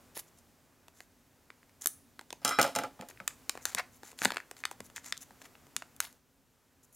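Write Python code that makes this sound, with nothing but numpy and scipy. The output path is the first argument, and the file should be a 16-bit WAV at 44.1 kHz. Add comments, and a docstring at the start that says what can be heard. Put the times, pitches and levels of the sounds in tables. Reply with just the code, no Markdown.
"""Foil bag and scissors on a desk

Close microphone over a wooden desk: hands squeeze a small foil bag, scissors snip it and are dropped on the desk,
then fingers rub and open the bag, whose creases snap. A quiet room hums and hisses behind.
Snaps, bounces and jolts are crowds of damped modes; rubs, snip and background are coloured noise.
A short diffuse tail gives the room, and two microphone ports give the stereo."""
import sys
import numpy as np
from scipy import signal
from scipy.fft import rfft, irfft, next_fast_len
from scipy.io import wavfile
from scipy.ndimage import map_coordinates

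SR = 44100
rng = np.random.default_rng(int(sys.argv[2]) if len(sys.argv) > 2 else 0)


def file_out(sig):
    """Save sig as 16-bit WAV at sys.argv[1]."""
    # one column per channel
    cols = np.atleast_2d(sig).T
    # limit, then scale
    lim = np.clip(cols, -1, 1)
    pcm = np.round(lim * 32767).astype(np.int16)
    wavfile.write(sys.argv[1], SR, pcm)


def voltage_ratio(decibels):
    """Convert decibels (scalar or array-like) to amplitude ratios, 20 dB per decade."""
    exponent = np.asarray(decibels, float) / 20
    return 10 ** exponent


N = 306495  # length in samples

# creases snapping, and at 1.859 and 1.871 s the blades snipping, made alike: (time [s], strength [dB], pitch of
# the crease [Hz], focus: loss away from that pitch [dB per octave], strength of the whole bag's thump [dB])
SNAPS = [(0.1695, -26.5, 930, 3.0, -27), (0.1973, -24, 12000, 14, -47), (0.3873, -45.5, 7650, 8, -63.0),
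         (0.8826, -39, 1690, 2.5, -44.5), (1.0047, -33, 1890, 3, -38.5), (1.5029, -28.5, 1960, 9, -45),
         (1.6301, -41.5, 1960, 9, -55), (1.6944, -47.5, 1930, 4, -72.0), (1.82, -20.5, 7240, 17, -46),
         (1.859, -11, 9100, 3, -27), (1.8714, -5.5, 11600, 8.5, -60), (2.1927, -27, 2370, 5, -36),
         (2.2114, -34, 680, 2.5, -36), (2.3048, -25, 3450, 6, -34), (2.3276, -25, 1580, 1.5, -22.5),
         (3.0111, -27.5, 1920, 3.5, -35.5), (3.087, -33, 10610, 5, -60.0), (3.0988, -41, 590, 8, -35.0),
         (3.1106, -39, 1690, 5, -45), (3.174, -34.0, 1970, 13.5, -63.0), (3.2013, -17.5, 2020, 20, -60),
         (3.2775, -12, 5240, 2, -32.5), (3.4945, -9.5, 3970, 5, -25.5), (3.553, -33.0, 590, 2.5, -29),
         (3.5746, -28.5, 590, 2.5, -31), (3.654, -12.0, 6600, 4, -31), (3.721, -43, 8500, -2, -45.0),
         (3.748, -12.5, 6800, 4.5, -22), (3.7858, -19.5, 5500, 7, -55.0), (3.7951, -23.5, 1930, 3, -55),
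         (3.8051, -41.0, 590, 5, -45), (4.0329, -32, 830, 2.5, -32), (4.1163, -42.5, 6610, -0.5, -46.5),
         (4.1298, -42.5, 590, 3, -41), (4.1889, -19.5, 3280, 8.5, -54.5), (4.2179, -12, 1290, 5, -16.5),
         (4.2492, -9.5, 5000, 5, -21), (4.2543, -0.5, 2700, 8.5, -14), (4.2753, -32, 590, 1.5, -29.5),
         (4.3048, -17, 1970, 5.5, -27), (4.3194, -15.5, 2840, 8, -23.5), (4.3445, -34, 2620, 2, -34),
         (4.3602, -26.5, 1050, 5, -31.5), (4.3696, -10, 2560, 10.5, -26), (4.3814, -26, 1350, 6, -35),
         (4.402, -28, 1710, 7, -47.0), (4.5124, -32, 1110, 0.5, -28.5), (4.5667, -33.5, 3020, 6.5, -67.0),
         (4.638, -19, 2080, 10, -40), (4.653, -7.5, 2270, 6.5, -37.5), (4.7128, -30, 830, 1, -24.5),
         (4.8042, -28, 1770, 2.0, -28.5), (4.9, -40.5, 1630, 2.5, -43), (4.9619, -26.5, 5260, 2.5, -61),
         (4.9675, -23, 2370, 8.5, -48), (4.9795, -24, 2230, 14, -58.0), (5.044, -32.5, 5160, 7, -64.0),
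         (5.124, -6, 3020, 11, -35), (5.1692, -32.5, 4050, 7, -60), (5.1766, -22.5, 6100, 13.5, -60.0),
         (5.3074, -35, 710, 4.5, -37.5), (5.4167, -34.5, 1300, 3, -37.0), (5.423, -38, 4700, 9, -58.0),
         (5.553, -32.5, 2000, 14, -51), (5.6681, -46.5, 3780, 4, -45), (5.7647, -12, 5720, 7.0, -36.0),
         (5.822, -21, 1370, 7, -33.5), (5.964, -37, 11700, 6.5, -70), (6.0031, -15.5, 1910, -0.5, -50),
         (6.05, -29, 3430, 6.5, -48), (6.1268, -42, 11810, 6.5, -69.0)]


def unit(x):
    """Scaled to rms 1."""
    return x / np.sqrt(np.mean(x ** 2) + 1e-20)


def along(points, hz):
    """(Hz, value) points read on a log frequency axis."""
    f, v = np.transpose(points)
    return np.interp(np.log(hz + 1), np.log(f + 1), v)


def above(x, hz):
    """High-pass: keeps deep bass out of the sound."""
    return signal.sosfilt(signal.butter(2, hz, "high", fs=SR, output="sos"), x)


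def wobble(rate):
    """A smooth random curve, rate knots a second."""
    knots = rng.standard_normal(int(N * rate / SR) + 4)
    return map_coordinates(knots, [np.arange(N) * rate / SR])


def rush(spectrum):
    """Stereo noise of rms 1 in the given colour, its two sides more or less alike by frequency."""
    # likeness of left and right: (frequency [Hz], correlation [0 to 1])
    alike = [(60, 0.67), (300, 0.93), (1000, .9), (3000, 1), (7000, 0.92), (15000, 1)]
    size = next_fast_len(N)
    hz = np.fft.rfftfreq(size, 1 / SR)
    turn = np.arccos(np.clip(along(alike, hz), 0, 1)) / 2
    white = rfft(rng.standard_normal((2, size)))
    pair = white * voltage_ratio(along(spectrum, hz)) * [np.cos(turn), np.sin(turn)]
    mid, side = irfft(pair, size)[:, :N]
    return unit(np.array([mid + side, mid - side]))


def ring(hz, db, t60, rise_s, size, rough=0):
    """Damped modes at random phase and strength; rough lets each phase wander, as loose contact does."""
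    t = np.arange(size)[:, None] / SR
    phase, scatter_db = rng.uniform(0, 2 * np.pi, len(hz)), rng.normal(0, 1.2, len(hz))
    wander = rough * np.cumsum(rng.standard_normal((size, len(hz))), axis=0) / np.sqrt(SR)
    decay = voltage_ratio(db + scatter_db - 60 * t / t60)
    modes = decay * np.sin(2 * np.pi * hz * t + phase + wander)
    return modes.sum(axis=1) * (1 - np.exp(-t[:, 0] / rise_s))


def air():
    """Wavering rumble, hum and mid murmur of machines under the microphone's hiss, all following one swell."""
    # course of the background, lowest near the end: (time [s], level [dB])
    course = [(0, -67), (.7, -71.5), (2.3, -70.5), (3.1, -66.5), (3.5, -64.5), (4, -68), (4.5, -68),
              (4.9, -67.5), (5.4, -66), (5.95, -69), (6.16, -70.5), (6.2, -75), (6.95, -73.5)]
    # rumble, hum, murmur, hiss: (level over the background [dB], how far it follows the swell [share])
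    layers = [(-1, 0.74), (-2, 0.94), (.5, 1.05), (-1, 1)]
    # colours of the four layers: (frequency [Hz], level [dB])
    rumble_colour = [(20, -35), (30, -8), (80, 0), (150, -3), (230, -7.5), (350, -41.5)]
    hum_colour = [(190, -44), (235, -9), (255, -10.5), (280, -9.5), (330, -42.5)]
    murmur_colour = [(200, -16.5), (350, -2), (700, -6), (1500, -9.5), (2500, -14), (4000, -41)]
    hiss_colour = [(1500, -30.5), (2800, 0.5), (4000, -1), (7000, 0.5), (9000, -3), (12000, -2.5),
                   (15500, -3.5), (20000, -7.5)]
    s, db = np.transpose(course)
    swell_db = np.interp(np.arange(N) / SR, s, db - db.mean())
    rumble, hum, murmur, hiss = (voltage_ratio(db.mean() + over_db + follows * swell_db) for over_db, follows in layers)
    low = rumble * voltage_ratio(1.0 * wobble(6.2)) * rush(rumble_colour)
    low += hum * voltage_ratio(1.6 * wobble(4.4)) * rush(hum_colour)
    middle = murmur * voltage_ratio(0.8 * wobble(3.6)) * rush(murmur_colour)
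    return low + middle + hiss * rush(hiss_colour)


def room(x):
    """A diffuse tail, drawn anew every quarter second, each frequency dying at its own speed."""
    # decay of the room: (frequency [Hz], t60 [s])
    decay = [(200, .28), (800, .28), (2000, .24), (6000, .24), (15000, .18)]
    out, step = np.zeros((2, N + 2 * SR)), SR // 4
    for start in range(0, N, step):
        hz, t, z = signal.stft(rng.standard_normal((2, SR // 3)), SR, nperseg=256)
        z[1] = 1.1 * z[0] + 0.2 * z[1]  # both sides nearly alike
        fading = z * voltage_ratio(-60 * t / along(decay, hz)[:, None])
        tail = signal.istft(fading, SR, nperseg=256)[1]
        wet = signal.fftconvolve(x[None, start:start + step], tail / np.linalg.norm(tail[0]), axes=1)
        out[:, start + 120:][:, :wet.shape[1]] += wet  # 120 samples after the direct sound
    return out[:, :N]


def jolts():
    """A soft low push wakes only the lowest modes of the desk."""
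    # soft pushes of hand or handle on the desk top: (time [s], level [dB])
    pushes = [(1.859, -48), (2.446, -37.5), (2.585, -34), (2.997, -36), (3.21, -43), (3.748, -42),
              (4.034, -51.5), (4.218, -39), (4.253, -24.5), (4.319, -47), (4.802, -41.5), (5.306, -51),
              (5.762, -44.5)]
    hz, t60 = np.array([84, 127, 199.1, 251.0]), np.array([.06, .07, .08, .13])
    loss_db = np.array([14, 8.1, 3.6, 8.9])
    out, size = np.zeros(N + SR), SR // 5
    for s, db in pushes:
        out[round(s * SR):][:size] += ring(hz, db - loss_db, t60, rise_s=0.0053, size=size)
    return out[:N]


def snip():
    """The closed blades shimmer in a dense band of high modes, made as fading noise."""
    # the blades closing: (time [s], rms level at the start [dB])
    closing = (1.876, -45)
    # colour of the shimmer: (frequency [Hz], level [dB])
    shimmer = [(4500, -30), (6100, -9), (8300, -12), (9300, -2.5), (10600, 0), (11400, -11), (15500, -13)]
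    t = np.arange(N) / SR - closing[0]
    fade = voltage_ratio(closing[1] - 60 * np.abs(t) / .32)  # t60 0.32 s
    return (t > 0) * fade * rush(shimmer)[0]


def scissors():
    """Every bounce thuds the desk, knocks the handles, clinks the blades with a short crack and leaves a rattle."""
    # bounces on the desk: (time [s], level of desk thud [dB], of handle knock [dB], of blade clink [dB])
    blows = [(2.417, -48.5, -55.5, -54), (2.4485, -24, -22, -14), (2.478, -29, -36.5, -20.5),
             (2.4914, -32, -35.5, -21.5), (2.509, -32.5, -24.5, -32.5), (2.5875, -12.5, -9, -25),
             (2.596, -16, -19.5, -22.5), (2.614, -37.5, -22, -13.5), (2.6279, -28, -27.5, -16.5),
             (2.6411, -23.5, -23, -29.5), (2.648, -26, -21.5, -34.5), (2.6634, -32, -38, -34.5),
             (2.6767, -31.5, -39.5, -37), (2.7514, -39, -25, -24), (2.7605, -20.5, -23, -20),
             (2.7867, -23.5, -21, -24), (2.811, -26.5, -49, -55), (2.8357, -28, -25.5, -34),
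             (2.8467, -34.5, -30, -57), (2.992, -38.5, -45, -63), (3.0216, -36.5, -40.5, -52.5),
             (3.202, -43, -39.5, -51)]
    # modes of desk top, plastic handles and steel blades: (frequency [Hz], level [dB],
    # t60 [s], for handles and blades when fully free)
    desk = [(119, -13, 0.12), (206, -12.5, 0.13), (268.6, -8.5, 0.23), (420, -10, 0.086), (540, -2, 0.11),
            (695.7, -3, 0.15), (838.5, 1.5, 0.094)]
    handles = [(1223, -8, 0.24), (1302, -2, 0.25), (1405, -5.5, 0.26), (1603, -7.5, .16),
               (2030, -9.5, 0.23), (2387, -12.5, 0.31)]
    blades = [(2810, -11, 0.14), (3065, -20.5, 0.39), (3250, -11.5, .35), (3920, -11, 0.59),
              (4400, -14.5, 0.12), (5140, -8, 0.44), (5370, -10, .5), (6025, -11.5, 0.13),
              (6200, -11, 0.16), (6600, -13.5, 0.072), (7000, -9, 0.16), (7570, -10.5, .22),
              (8750, -11, 0.17), (9160, -10, 0.23), (9700, -22, .15), (10400, -16.5, .18),
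              (11290, -16, .18), (11700, -18, .18), (14400, -30, .1)]
    # how freely handles and blades ring, less as the scissors lie flatter: (time [s], share of t60)
    freely = [(2.55, 1.1), (2.59, .3), (2.76, .25)]
    # how far the phase of desk, handle and blade modes wanders [radians per root second]
    loose = {"desk": 8, "handles": 17, "blades": 14}
    # dull rattle of loose parts after a bounce: (frequency [Hz], level [dB])
    rattle_colour = [(60, -33.5), (150, -14.5), (600, 10.5), (1400, -6), (3000, -7), (6000, -18.5),
                     (12000, -25), (16000, -40)]
    out, size = np.zeros(N + SR), SR // 3
    t, rattle = np.arange(size) / SR, rush(rattle_colour)[0]
    for s, thud_db, knock_db, clink_db in blows:
        start, freedom = round(s * SR), np.interp(s, *np.transpose(freely))
        hz, db, t60 = np.transpose(desk)
        blow = ring(hz, db + thud_db - 9, t60, rise_s=0.002, size=size, rough=loose["desk"])
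        hz, db, t60 = np.transpose(handles)
        blow += ring(hz, db + knock_db - 6, t60 * freedom, rise_s=0.0004, size=size, rough=loose["handles"])
        hz, db, t60 = np.transpose(blades)
        blow += ring(hz, db + clink_db - 18, t60 * freedom, rise_s=0.00028, size=size, rough=loose["blades"])
        # the first contact chokes most of the ring
        blow += ring(hz, db + clink_db, 0.017, rise_s=0.00033, size=size)
        crack = np.diff(rng.standard_normal(size + 1))
        blow += voltage_ratio(clink_db - 15.5 - 60 * t / 0.027) * crack
        blow += voltage_ratio(thud_db - 15 - 60 * t / 0.13) * rattle[start:start + size]
        bright_rattle = np.diff(rattle[start:start + size + 1])  # from the pivot
        blow += voltage_ratio(clink_db - 15.5 - 60 * t / 0.25) * bright_rattle
        out[start:][:size] += blow
    return above(out[:N], hz=85)


def rubs():
    """Sliding contact: noise in four registers, roughened by stick-slip grains, shaped over each stroke."""
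    # fingers and blades sliding on foil: (start [s], relative length, level [dB],
    # brightness [dB per octave], extra sizzle [dB])
    strokes = [(0.144, 0.062, -52, 4, -7), (0.265, 0.026, -77, 1.5, 5), (0.36, 0.05, -75, 1.5, 2),
               (0.935, 0.11, -73, 1.5, 2), (1.809, 0.02, -55.5, 5, 3.5), (1.829, 0.02, -52.5, 3.0, 0),
               (2.419, 0.033, -67.5, -2.5, -6), (3.083, 0.033, -63, 1, 1), (3.29, 0.07, -67.5, -8, -8),
               (3.51, 0.11, -76, -10, -6), (3.609, 0.043, -70.5, 4.0, 8), (3.656, 0.13, -48, -1.5, 3),
               (3.763, 0.044, -49, -9, -2), (3.913, 0.065, -73.5, 4.0, 2), (4.019, 0.099, -63.5, 0.0, 2),
               (4.173, 0.079, -59, 0.5, 6), (4.226, 0.12, -45.5, -1.5, -4), (4.333, 0.093, -56.5, -3.5, -7),
               (4.562, 0.054, -63, -0.5, 3), (4.665, 0.033, -67, 0, -8), (4.711, 0.019, -60, 1, 3),
               (4.834, 0.037, -65, 4, 2), (4.947, 0.048, -58.5, -2.5, 9), (5.03, 0.077, -60, -0.5, 6.5),
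               (5.133, 0.079, -74, -6, -4), (5.205, 0.033, -57, 3.0, 4), (5.399, 0.026, -70, 0.5, 4),
               (5.432, 0.04, -63.5, -1.5, 0.5), (6.012, 0.11, -49.5, 0.5, -7),
               (6.827, 0.027, -79.5, 9, 3.5), (6.925, 0.032, -81, 12.5, 2)]
    # glint, sizzle, crack and body registers: (place above 4 kHz [octaves], level [dB])
    registers = [(1.42, -3), (.83, -1.5), (-0.36, -4), (-1.42, -2)]
    # treble colours of sliding foil, for glint and sizzle: (frequency [Hz], level [dB])
    glint = [(9000, -13.5), (9800, -6.5), (10700, -0.5), (11800, -4.5), (12700, -5), (14000, -17.5),
             (15800, -9)]
    sheen = [(5200, -12), (6200, -1), (7100, 2), (8000, -6.5), (9000, -7)]
    bands = [[(8200, -40.5)] + glint + [(18000, -33.0)],
             [(4400, -40)] + sheen + [(10000, -38.5)],
             [(1800, -40), (2500, -5.5), (3700, -1.5), (5500, -2.0), (7000, -38.0)],
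             [(250, -43.0), (700, -3.0), (1400, -3.5), (1900, -1.5), (2600, -7), (3600, -38.5)]]
    grain = voltage_ratio(3.6 * wobble(450) + 1.3 * wobble(60))  # shared by all registers
    noise = np.array([unit(grain * voltage_ratio(1.6 * wobble(120)) * rush(band)[0]) for band in bands])
    stroke = np.zeros((len(bands), N + SR))
    octaves, register_db = np.transpose(registers)
    for s, length, db, brightness, sizzle_db in strokes:
        level_db = db + register_db + brightness * octaves + sizzle_db * np.array([0, 1, 0, 0])
        u = np.linspace(0, 1, round(length * 1.154 * SR))
        # foil springing back from a strong snap starts at once and fades
        sprung = any(0 < s - snap[0] < .014 and snap[1] > -20 for snap in SNAPS)
        onset = voltage_ratio(-1.5 - 26.4 * u) if sprung else np.minimum(u / .35, 1)
        swell = onset * np.minimum((1 - u) / 0.36, 1)
        stroke[:, round(s * SR):][:, :len(u)] += voltage_ratio(level_db[:, None] + 4.5) * swell
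    return (noise * stroke[:, :N]).sum(axis=0)


def snaps():
    """Each buckling crease, or snip of the blades, thumps the bag and rings a new crowd of short modes,
    strongest around its own pitch."""
    # registers of the foil's dense, short resonances: (low edge [Hz], high edge [Hz],
    # level per mode [dB], t60 [s])
    foil = [(300, 1150, -10.5, 0.016), (1228, 2645, -10.5, 0.0087), (2890, 5500, -14.5, 0.011),
            (5840, 9500, -7, 0.0054), (9270, 15000, -12, 0.0072)]
    mode_counts = (4, 6, 6, 7, 8)  # one for each register
    steeper_above = 1.205  # factor on the loss in registers over the crease's pitch
    out, size = np.zeros(N + SR), SR // 20
    low, high = np.transpose(foil)[:2]
    for s, strength_db, pitch_hz, focus, thump_db in SNAPS:
        octaves = np.log2(np.sqrt(low * high) / pitch_hz)
        slope = focus * np.where(octaves > 0, steeper_above, 1)
        level_db = strength_db - slope * np.hypot(octaves, .2)
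        level_db[0] = thump_db  # the lowest register is the whole bag
        for (low_hz, high_hz, db, t60), register_db, count in zip(foil, level_db, mode_counts):
            place = (np.arange(count) + rng.uniform(0, 1, count)) / count
            hz = low_hz * (high_hz / low_hz) ** place
            out[round(s * SR):][:size] += ring(hz, db + register_db, t60, rise_s=0.0002, size=size)
    echo = np.roll(out, round(.0011 * SR))  # once more off the desk top
    return above(out + voltage_ratio(-17) * echo, hz=240)[:N]


def between_ports(x):
    """The side signal: two close microphone ports hear level and phase differently by frequency."""
    # difference of the ports: (frequency [Hz], side level [dB], phase [radians])
    ports = [(40, -6.5, 3.1), (120, -7.5, 3.1), (300, -21, 2.5), (2000, -28, 1.6), (5000, -18.5, 1.6),
             (9000, -11, 1.6), (14020, -25, 1.6)]
    hz, (f, db, phase) = np.fft.rfftfreq(N, 1 / SR), np.transpose(ports)
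    shade = voltage_ratio(along(np.c_[f, db], hz)) * np.exp(1j * along(np.c_[f, phase], hz))
    return irfft(rfft(x) * shade, N)


def scene():
    """The bag ends a little left, the scissors land a little right, with the room and its air around them."""
    bag, steel = snaps() + rubs() + snip() + jolts(), scissors()
    left_db = np.interp(np.arange(N) / SR, [2.3, 3.1], [.1, .95])  # the bag is carried to the left
    direct = bag * voltage_ratio([left_db, -left_db]) + steel * voltage_ratio([[-.2], [.2]])
    side = between_ports(bag + steel)
    return direct + [side, -side] + voltage_ratio(-14.5) * room(voltage_ratio(-2.0) * bag + steel) + air()


def top_cut(x):
    """Nothing passes above the cut-off."""
    return signal.sosfilt(signal.butter(12, 16970, fs=SR, output="sos"), x)


def record(dry):
    """A low-pass cuts the top treble steeply near 15.9 kHz."""
    # the low-pass: (frequency [Hz], level [dB])
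    low_pass = [(20, 0), (15000, 0), (15850, -3), (15950, -20), (16900, -26), (17100, -70)]
    size = next_fast_len(N)
    colour = voltage_ratio(along(low_pass, np.fft.rfftfreq(size, 1 / SR)))
    mix = irfft(rfft(dry, size) * colour, size)[:, :N]
    return top_cut(mix)


dry = scene()
out = record(dry)
file_out(out)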